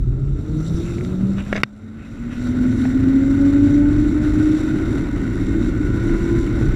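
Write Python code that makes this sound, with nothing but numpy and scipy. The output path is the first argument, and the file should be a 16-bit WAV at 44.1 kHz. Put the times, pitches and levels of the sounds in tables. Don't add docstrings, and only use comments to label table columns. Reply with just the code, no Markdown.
import sys
import numpy as np
from scipy import signal
from scipy.fft import rfft, irfft, next_fast_len
from scipy.io import wavfile
from scipy.ndimage import uniform_filter1d, map_coordinates

SR = 44100
rng = np.random.default_rng(int(sys.argv[2]) if len(sys.argv) > 2 else 0)


def volts_from_decibels(level):
    exponent = np.asarray(level, float) / 20
    return 10 ** exponent


def log_audio(samples):
    frames = np.atleast_2d(samples).T
    limited = np.clip(frames, -1, 1)
    pcm = np.round(limited * 32767).astype(np.int16)
    wavfile.write(sys.argv[1], SR, pcm)


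N = 297756

# t/s, strand rate f/Hz
RIDE_SPEED = [(0.0, 122.5), (0.5, 152), (1.0, 176.8), (1.3, 193.9), (1.7, 208.2), (2.5, 248.5),
              (2.9, 257.6), (3.3, 275.5), (4.1, 298.5), (5.0, 318.9), (6.2, 335.6), (6.75, 340.6)]
# order/strand rate, level/dB against the rumble, strongest t/s, duration/s
WHEEL_TURNS = [(.096, -8, 6.6, 1.5), (.168, -9, 5, 2), (.336, -7, 3.4, .8), (.336, -8, 6.3, 1.2),
               (.43, -11, 2.8, .6), (.44, -5, 1.85, .15), (.904, -3, .2, .25), (.904, -8, 2.8, .2),
               (.578, -12, 6, 1.2), (.756, -11, 4, .4), (.857, -11, 5, 1.5), (.904, -8, 4.6, 1.5),
               (1.097, -13, 3.6, 1), (1.097, -15, 6.2, .3)]
# f/Hz, width/Hz, level/dB
CASE_MODES = [(3740, 250, -0.5), (4270, 130, -5.5), (4540, 290, -11), (5450, 154, -6.5), (5820, 237, -5),
              (7030, 370, -9.5), (7476, 220, -4), (8730, 110, -17.5), (9400, 250, -16), (10360, 240, -18),
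              (12200, 150, -23), (13500, 240, -23.5), (14400, 400, -30)]
FULL_LOAD_DB = -38


def unit(x):
    return x / np.sqrt(np.mean(x ** 2) + 1e-20)


def curves(rows):
    s, *cols = np.transpose(rows)
    return [np.interp(np.arange(N) / SR, s, c) for c in cols]


def wobble(rate):
    coarse = np.arange(0, N + 16, 16)
    knots = rng.standard_normal(int(N * 400 / SR) + 4)
    return np.interp(np.arange(N), coarse, map_coordinates(knots, [coarse * rate / SR]))


def filtered(x, response, rate=SR):
    m = next_fast_len(len(x) + 8192)
    return irfft(rfft(x, m) * response(np.fft.rfftfreq(m, 1 / rate)), m)[:len(x)]


def shape(points):
    f, db = np.transpose(points)
    return lambda hz: volts_from_decibels(np.interp(np.log(hz + 1e-9), np.log(f), db, -120, -120))


def modes(peaks):
    def response(f):
        return sum((-1) ** k * volts_from_decibels(db) * 1j * f * width / (center * center - f * f + 1j * f * width)
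                   for k, (center, width, db) in enumerate(peaks))
    return response


def dull(top_hz):
    return lambda hz: 1 / (1 + 1.2j * hz / top_hz - (hz / top_hz) ** 2) ** 2


def patchy(depth_db):
    z = signal.stft(rng.standard_normal(N), nperseg=256)[2]
    field = uniform_filter1d(rng.standard_normal(z.shape), size=5, axis=0)
    field = uniform_filter1d(field, size=16, axis=1, mode="wrap")
    return signal.istft(z * volts_from_decibels(depth_db * unit(field)), nperseg=256)[1][:N]


def strands():
    return np.cumsum(curves(RIDE_SPEED)[0]) / SR


def load():
    # t/s, level/dB
    force = [(0, -55), (.8, -43.5), (1.45, -45.5), (1.7, -38), (2.1, -39), (2.45, -37), (2.7, -40.5),
             (2.85, -38.5), (3.5, -38), (4.15, -38), (4.45, -36.5), (4.62, -37.5), (4.76, -35.5),
             (5.1, -38.5), (5.8, -38), (6.1, -36.5), (6.75, -37.5)]
    return curves(force)[0] - FULL_LOAD_DB


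def lines(table, passed, flutter_db, drift, pace=6):
    t, out = np.arange(N) / SR, np.zeros(N)
    for order, db, s, span in table:
        level = volts_from_decibels(db - 4.07 * ((t - s) / span) ** 2 + flutter_db * wobble(pace))
        out += level * np.sin(2 * np.pi * order * passed + drift * wobble(pace))
    return out


def whine():
    # t/s, level/dB
    drumming = [(0, -25), (.33, -25.5), (.45, -35), (.55, -22.5), (.72, -25), (.93, -38), (1.24, -17.5),
                (1.48, -32.5), (1.75, -22.5), (2.03, -29.5), (2.2, -24), (2.57, -18.5), (2.7, -21),
                (3.24, -14.5), (3.92, -13), (4.1, -19), (4.5, -15), (5, -38.5)]
    # order/strand rate, level/dB, strongest t/s, duration/s
    overtones = [(1, -26, 5.54, 0.12), (1, -21.5, 6.1, 0.072), (1, -21, 6.4, 0.17),
                 (2, -28.5, 0.556, 0.052), (2, -26.5, 0.875, 0.11), (2, -34.5, 1.1, 0.061),
                 (2, -34.5, 1.85, 0.09), (2, -35.5, 3.38, .16), (2, -39, 3.776, .17), (2, -43, 4.3, 0.15),
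                 (3, -42.5, 0.19, 0.2), (3, -41.5, 0.534, 0.061), (3, -44.5, 1.336, 0.083),
                 (3, -51, 3.8, 0.34), (3, -49, 5, 0.22), (3, -45.5, 6.22, .25)]
    passed = strands()
    level = np.sqrt(2) * volts_from_decibels(curves(drumming)[0] + 2 * wobble(25))
    first = level * np.sin(2 * np.pi * passed + .2 * wobble(20))
    return first + lines(overtones, passed, flutter_db=3.5, drift=.8, pace=14)


def rumble():
    # t/s, level/dB
    wind = [(0, -19.5), (.27, -26.5), (1.2, -31), (1.55, -34.5), (1.9, -31), (2.2, -27), (2.7, -31.5),
            (3, -27.5), (3.4, -26.5), (3.8, -23.5), (4.32, -22), (4.6, -29), (5.1, -25), (6.2, -22.5),
            (6.5, -23.5), (6.75, -15)]
    # f/Hz, level/dB per Hz
    buffet_spectrum = [(8, -36), (20, -8), (45, 2.5), (80, -8.5), (140, -8), (300, -36.5)]
    # order/strand rate, level/dB
    roughness = [(.1, -4), (.5, 1.5), (.9, 0.5), (1.2, -0.5), (1.5, -6.5), (3, -6.5), (6, -25.5)]
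    # f/Hz, level/dB per Hz
    let_through = [(40, -18.5), (80, -6.5), (107, -1.5), (163, -11.5), (247, -3.5), (300, -3.5), (345, -7),
                   (400, -11.5), (480, -19.5), (700, -31.5), (1100, -59.5)]
    # t/s, rumble level/dB
    shift = [
        (.8, -3),
        (1.33, -1),
        (1.42, -8),
        (1.63, -8.5),
        (1.8, -1),
        (2.4, -2),
        (2.7, 1),
    ]
    passed, per_strand = strands(), 16
    rough = filtered(rng.standard_normal(int(passed[-1] * per_strand) + 8), shape(roughness), rate=per_strand)
    rolled = map_coordinates(rough, [passed * per_strand])
    roll = filtered(rolled * volts_from_decibels(0.89 * wobble(20)), shape(let_through))
    roll /= np.sqrt(np.abs(uniform_filter1d(roll ** 2, size=SR)) + 1e-20)
    roll = roll + volts_from_decibels(3) * lines(WHEEL_TURNS, passed, flutter_db=2.2, drift=.3)
    roll_db = -22.5 + 0.19 * load() + curves(shift)[0]
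    buffet = unit(filtered(rng.standard_normal(N), shape(buffet_spectrum)) * volts_from_decibels(1.6 * wobble(8)))
    return volts_from_decibels(curves(wind)[0]) * buffet + volts_from_decibels(roll_db) * roll


def roar():
    # f/Hz, width/Hz, level/dB
    tight_frame = [(544, 82, 0), (855, 650, -8.5), (1375, 241, -0.5), (1486, 84, 4.5), (1890, 267, -6.5),
                   (2136, 195, -5), (2700, 980, -17.5)]
    # f/Hz, width/Hz, level/dB
    slack_frame = [(580, 106, 0), (1060, 410, -10.5), (1346, 125, -1.5), (2090, 255, -14),
                   (2640, 450, -18.5)]
    # order/strand rate, level/dB against the roar, strongest t/s, duration/s
    bearing = [(6.54, -15, 5, .9), (6.14, -18, 6.2, .5), (6.605, -21, 5.8, .8), (5.66, -15, 5.7, .5),
               (5.8, -14, 5.2, .15), (7.55, -15, 3.4, .5), (7.1, -14, 2.9, .3), (8.016, -24, 5.8, 1),
               (8.45, -26, 5.2, 1), (4.3, -18, 5.8, 1), (4.52, -4, 4.77, .1), (4.75, -7, 4.85, .12),
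               (4.4, -5, 5.95, .15), (4.12, -8, 5.92, .1)]
    passed = strands()
    turning = np.sin(2 * np.pi * WHEEL_TURNS[0][0] * passed)
    lumps = 0.29 * wobble(12) + 0.17 * wobble(60) + 1.1 * wobble(250) + 0.3 * turning
    grind = patchy(depth_db=0.87) * volts_from_decibels(lumps + 0.95 * wobble(40))
    tight = np.clip((np.arange(N) / SR - 1.2) / 0.99, 0, 1)
    frame = np.sqrt(tight) * unit(filtered(grind, modes(tight_frame)))
    frame += np.sqrt(1 - tight) * unit(filtered(grind[::-1], modes(slack_frame)))
    balls = lines(bearing, passed, flutter_db=4, drift=1.05)
    hiss = patchy(depth_db=0.7) * volts_from_decibels(1.7 * lumps + 0.29 * wobble(40))
    hiss = unit(filtered(hiss, modes(CASE_MODES)))
    hiss_db = -50 + 1.05 * load() + 1.23 * wobble(12)
    return volts_from_decibels(FULL_LOAD_DB + load()) * (frame + balls) + volts_from_decibels(hiss_db) * hiss


def strokes():
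    # full level at t/s, level/dB, rise/(dB/s), hold/s, share of low scrape/0-1
    rubs = [(.39, -61, 200, 0.041, 0.1), (0.67, -49.5, 70, 0.14, 0), (0.855, -46.5, 124, .04, 0.8),
            (.9, -50.5, 99, .16, 0.3), (1.123, -58.5, 60, 0.25, 0.2), (1.38, -40, 697, .03, 0.96),
            (1.446, -48.5, 300, 0.09, 0.76), (1.56, -43, 195, 0.014, 1), (1.986, -39.5, 300, 0.075, 0.98),
            (2.15, -58, 100, .12, 0.6), (2.338, -38.5, 112, .01, 0.9), (2.478, -49, 100, 0.018, .02),
            (2.75, -50.5, 61, 0.14, .02)]
    t, power = np.arange(N) / SR, np.zeros((2, N))
    for s, db, rise, hold, low in rubs:
        rising_db = rise * np.maximum(s - t, 0)
        falling_db = 278 * np.maximum(t - s - hold, 0)
        power += volts_from_decibels(2 * (db - rising_db - falling_db)) * np.clip([[low], [1 - low]], 0, 1)
    return np.sqrt(power)


def webbing():
    # f/Hz, width/Hz, level/dB
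    scrape_modes = [(1422, 420, -2), (2100, 270, -3), (2570, 230, 0.5), (3330, 150, -16)]
    low, thin = strokes()
    grains = patchy(depth_db=3.0) * volts_from_decibels(2.2 * wobble(300) + 1.2 * wobble(30))
    scrape = filtered(grains * volts_from_decibels(2.2 * wobble(50)), modes(scrape_modes))
    scrape = filtered(scrape, dull(top_hz=3300))
    return low * unit(scrape) + thin * unit(filtered(grains, modes(CASE_MODES)))


def jolts():
    # t/s, level/dB, pitch f/Hz
    tugs = [
        (0.7446, 3.5, 61.5),
        (.866, -23, 110),
        (2.37, -1, 89),
        (6.612, 11, 230),
    ]
    out, t = np.zeros(N), np.arange(SR // 10) / SR
    for s, db, hz in tugs:
        swing = (1 - np.exp(-t / 0.0033)) * np.sin(2 * np.pi * hz * t)
        out[round(s * SR):][:len(t)] -= volts_from_decibels(db - 2 - 38 * hz * t) * swing
    return out


def chatter():
    # t/s, level/dB, ringing f/Hz, thud level/dB, sharp tick level/dB
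    strap_slips = [(.9836, -26, 2200, -18, -24), (1.0095, -24, 2200, -24, -24),
                   (1.049, -27, 2200, -20, -5.5), (1.383, -20, 1500, -14, -16), (1.394, -30, 1800, -8, -24),
                   (1.465, -28, 1700, -10, -22), (1.528, -6, 1550, -3, -22), (1.5487, -24, 2107, -5, -9),
                   (1.5552, -15.5, 1690, 0, -21), (1.5598, -14.5, 2210, -10, -14),
                   (1.5645, -12, 2400, -11, -11), (1.576, -17, 1600, -3, -15),
                   (1.5802, -17, 2200, -13, -14), (2.853, -21.5, 1797, -1, -45),
                   (2.8542, -21, 1840, 2, -43), (6.095, -23, 2106, -3, -26)]
    gap_s, loss_db, blunt_db, stick_db, settle_hz = .0018, 3.5, 6, -23, 1950
    hits = []
    for s, db, hz, thud_db, tick_db in strap_slips:
        for k in range(5):
            hit_db, odd = db - k * loss_db, k % 2
            if k == 0 or hit_db > stick_db:
                hits.append((s + k * gap_s, hit_db, settle_hz if odd else hz, thud_db, tick_db - blunt_db * odd))
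    return hits


def slips():
    soft, ticks, t = np.zeros(N), np.zeros(N), np.arange(SR // 40) / SR

    def ring(hz, t60):
        return volts_from_decibels(-60 * t / t60) * np.sin(2 * np.pi * hz * t)

    shell = 1.5 * ring(3700, .005) + ring(4900, .004) + ring(6000, .005) + .6 * ring(7300, .005)
    for s, db, hz, thud_db, tick_db in chatter():
        thud = ring(700, .01) + ring(380, .015)
        body = ring(hz, .006) + .3 * ring(1.4 * hz, .004) + volts_from_decibels(thud_db) * thud
        soft[round(s * SR):][:len(t)] -= volts_from_decibels(db - 2.0) * body
        ticks[round(s * SR):][:len(t)] -= volts_from_decibels(db + tick_db - 0.5) * shell
    return filtered(soft, dull(top_hz=3200)) + filtered(ticks, dull(top_hz=5300))


def snap():
    hits = [
        (1.63417, 12),
        (1.6346, 10.5),
        (1.63498, 14),
        (1.6377, -9),
    ]
    clip_modes = [(124, -19, 0.057), (457, -52, 0.034), (1037.5, -46, 0.0078), (1710, -11, 0.015),
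                  (1590, 0.5, 0.015), (1900, -1, 0.009), (2240, -4, 0.0023), (2790, -11, 0.0099),
                  (3300, -33, 0.007), (3660, -14, 0.013), (4260, -13, 0.017), (4760, -21, 0.012),
                  (5410, -11, .009)]
    # f/Hz, width/Hz, level/dB
    edge_modes = [(6800, 600, -13), (8400, 1100, 2), (10300, 670, 7), (11400, 1300, -1.5), (13500, 2000, 5)]
    t, blows = np.arange(SR // 8) / SR, np.zeros(N)
    for s, db in hits:
        blows[round(s * SR)] = volts_from_decibels(db)
    ring = np.zeros(len(t))
    for hz, db, t60 in clip_modes:
        ring += np.sign(hz - 300) * volts_from_decibels(db - 60 * t / t60) * np.sin(2 * np.pi * hz * t)
    rattle = unit(filtered(rng.standard_normal(len(t)), modes([(2500, 740, 0)])))
    rattle *= volts_from_decibels(-14 - 60 * t / 0.014) * (1 - np.exp(-t / 0.0013))
    body = signal.fftconvolve(blows, volts_from_decibels(-4.0) * ring + rattle)[:N]
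    body = filtered(filtered(body, dull(top_hz=5400)), dull(top_hz=6500))
    return body + volts_from_decibels(-35) * filtered(blows, modes(edge_modes))


def scene():
    return (whine() + rumble() + roar() + webbing() + jolts() + slips() + snap())[None]


def band_limit(x):
    return signal.sosfilt(signal.butter(12, 15830, fs=SR, output="sos"), x)


def record(dry):
    # t/s, gain level/dB
    duck = [
        (1.615, 1),
        (1.63, -15.5),
        (1.7, -18.5),
        (2.6, -0.5),
    ]
    top_hz = 15000
    x = dry[0] * volts_from_decibels(curves(duck)[0])
    x = x / (1 + np.abs(x / 1.15) ** 12) ** (1 / 12)
    x = filtered(np.pad(x, (0, 512), "reflect"), lambda hz: 1 / (1 + (hz / top_hz) ** 70))
    return band_limit(x[None, :N])


dry = scene()
out = record(dry)
log_audio(out)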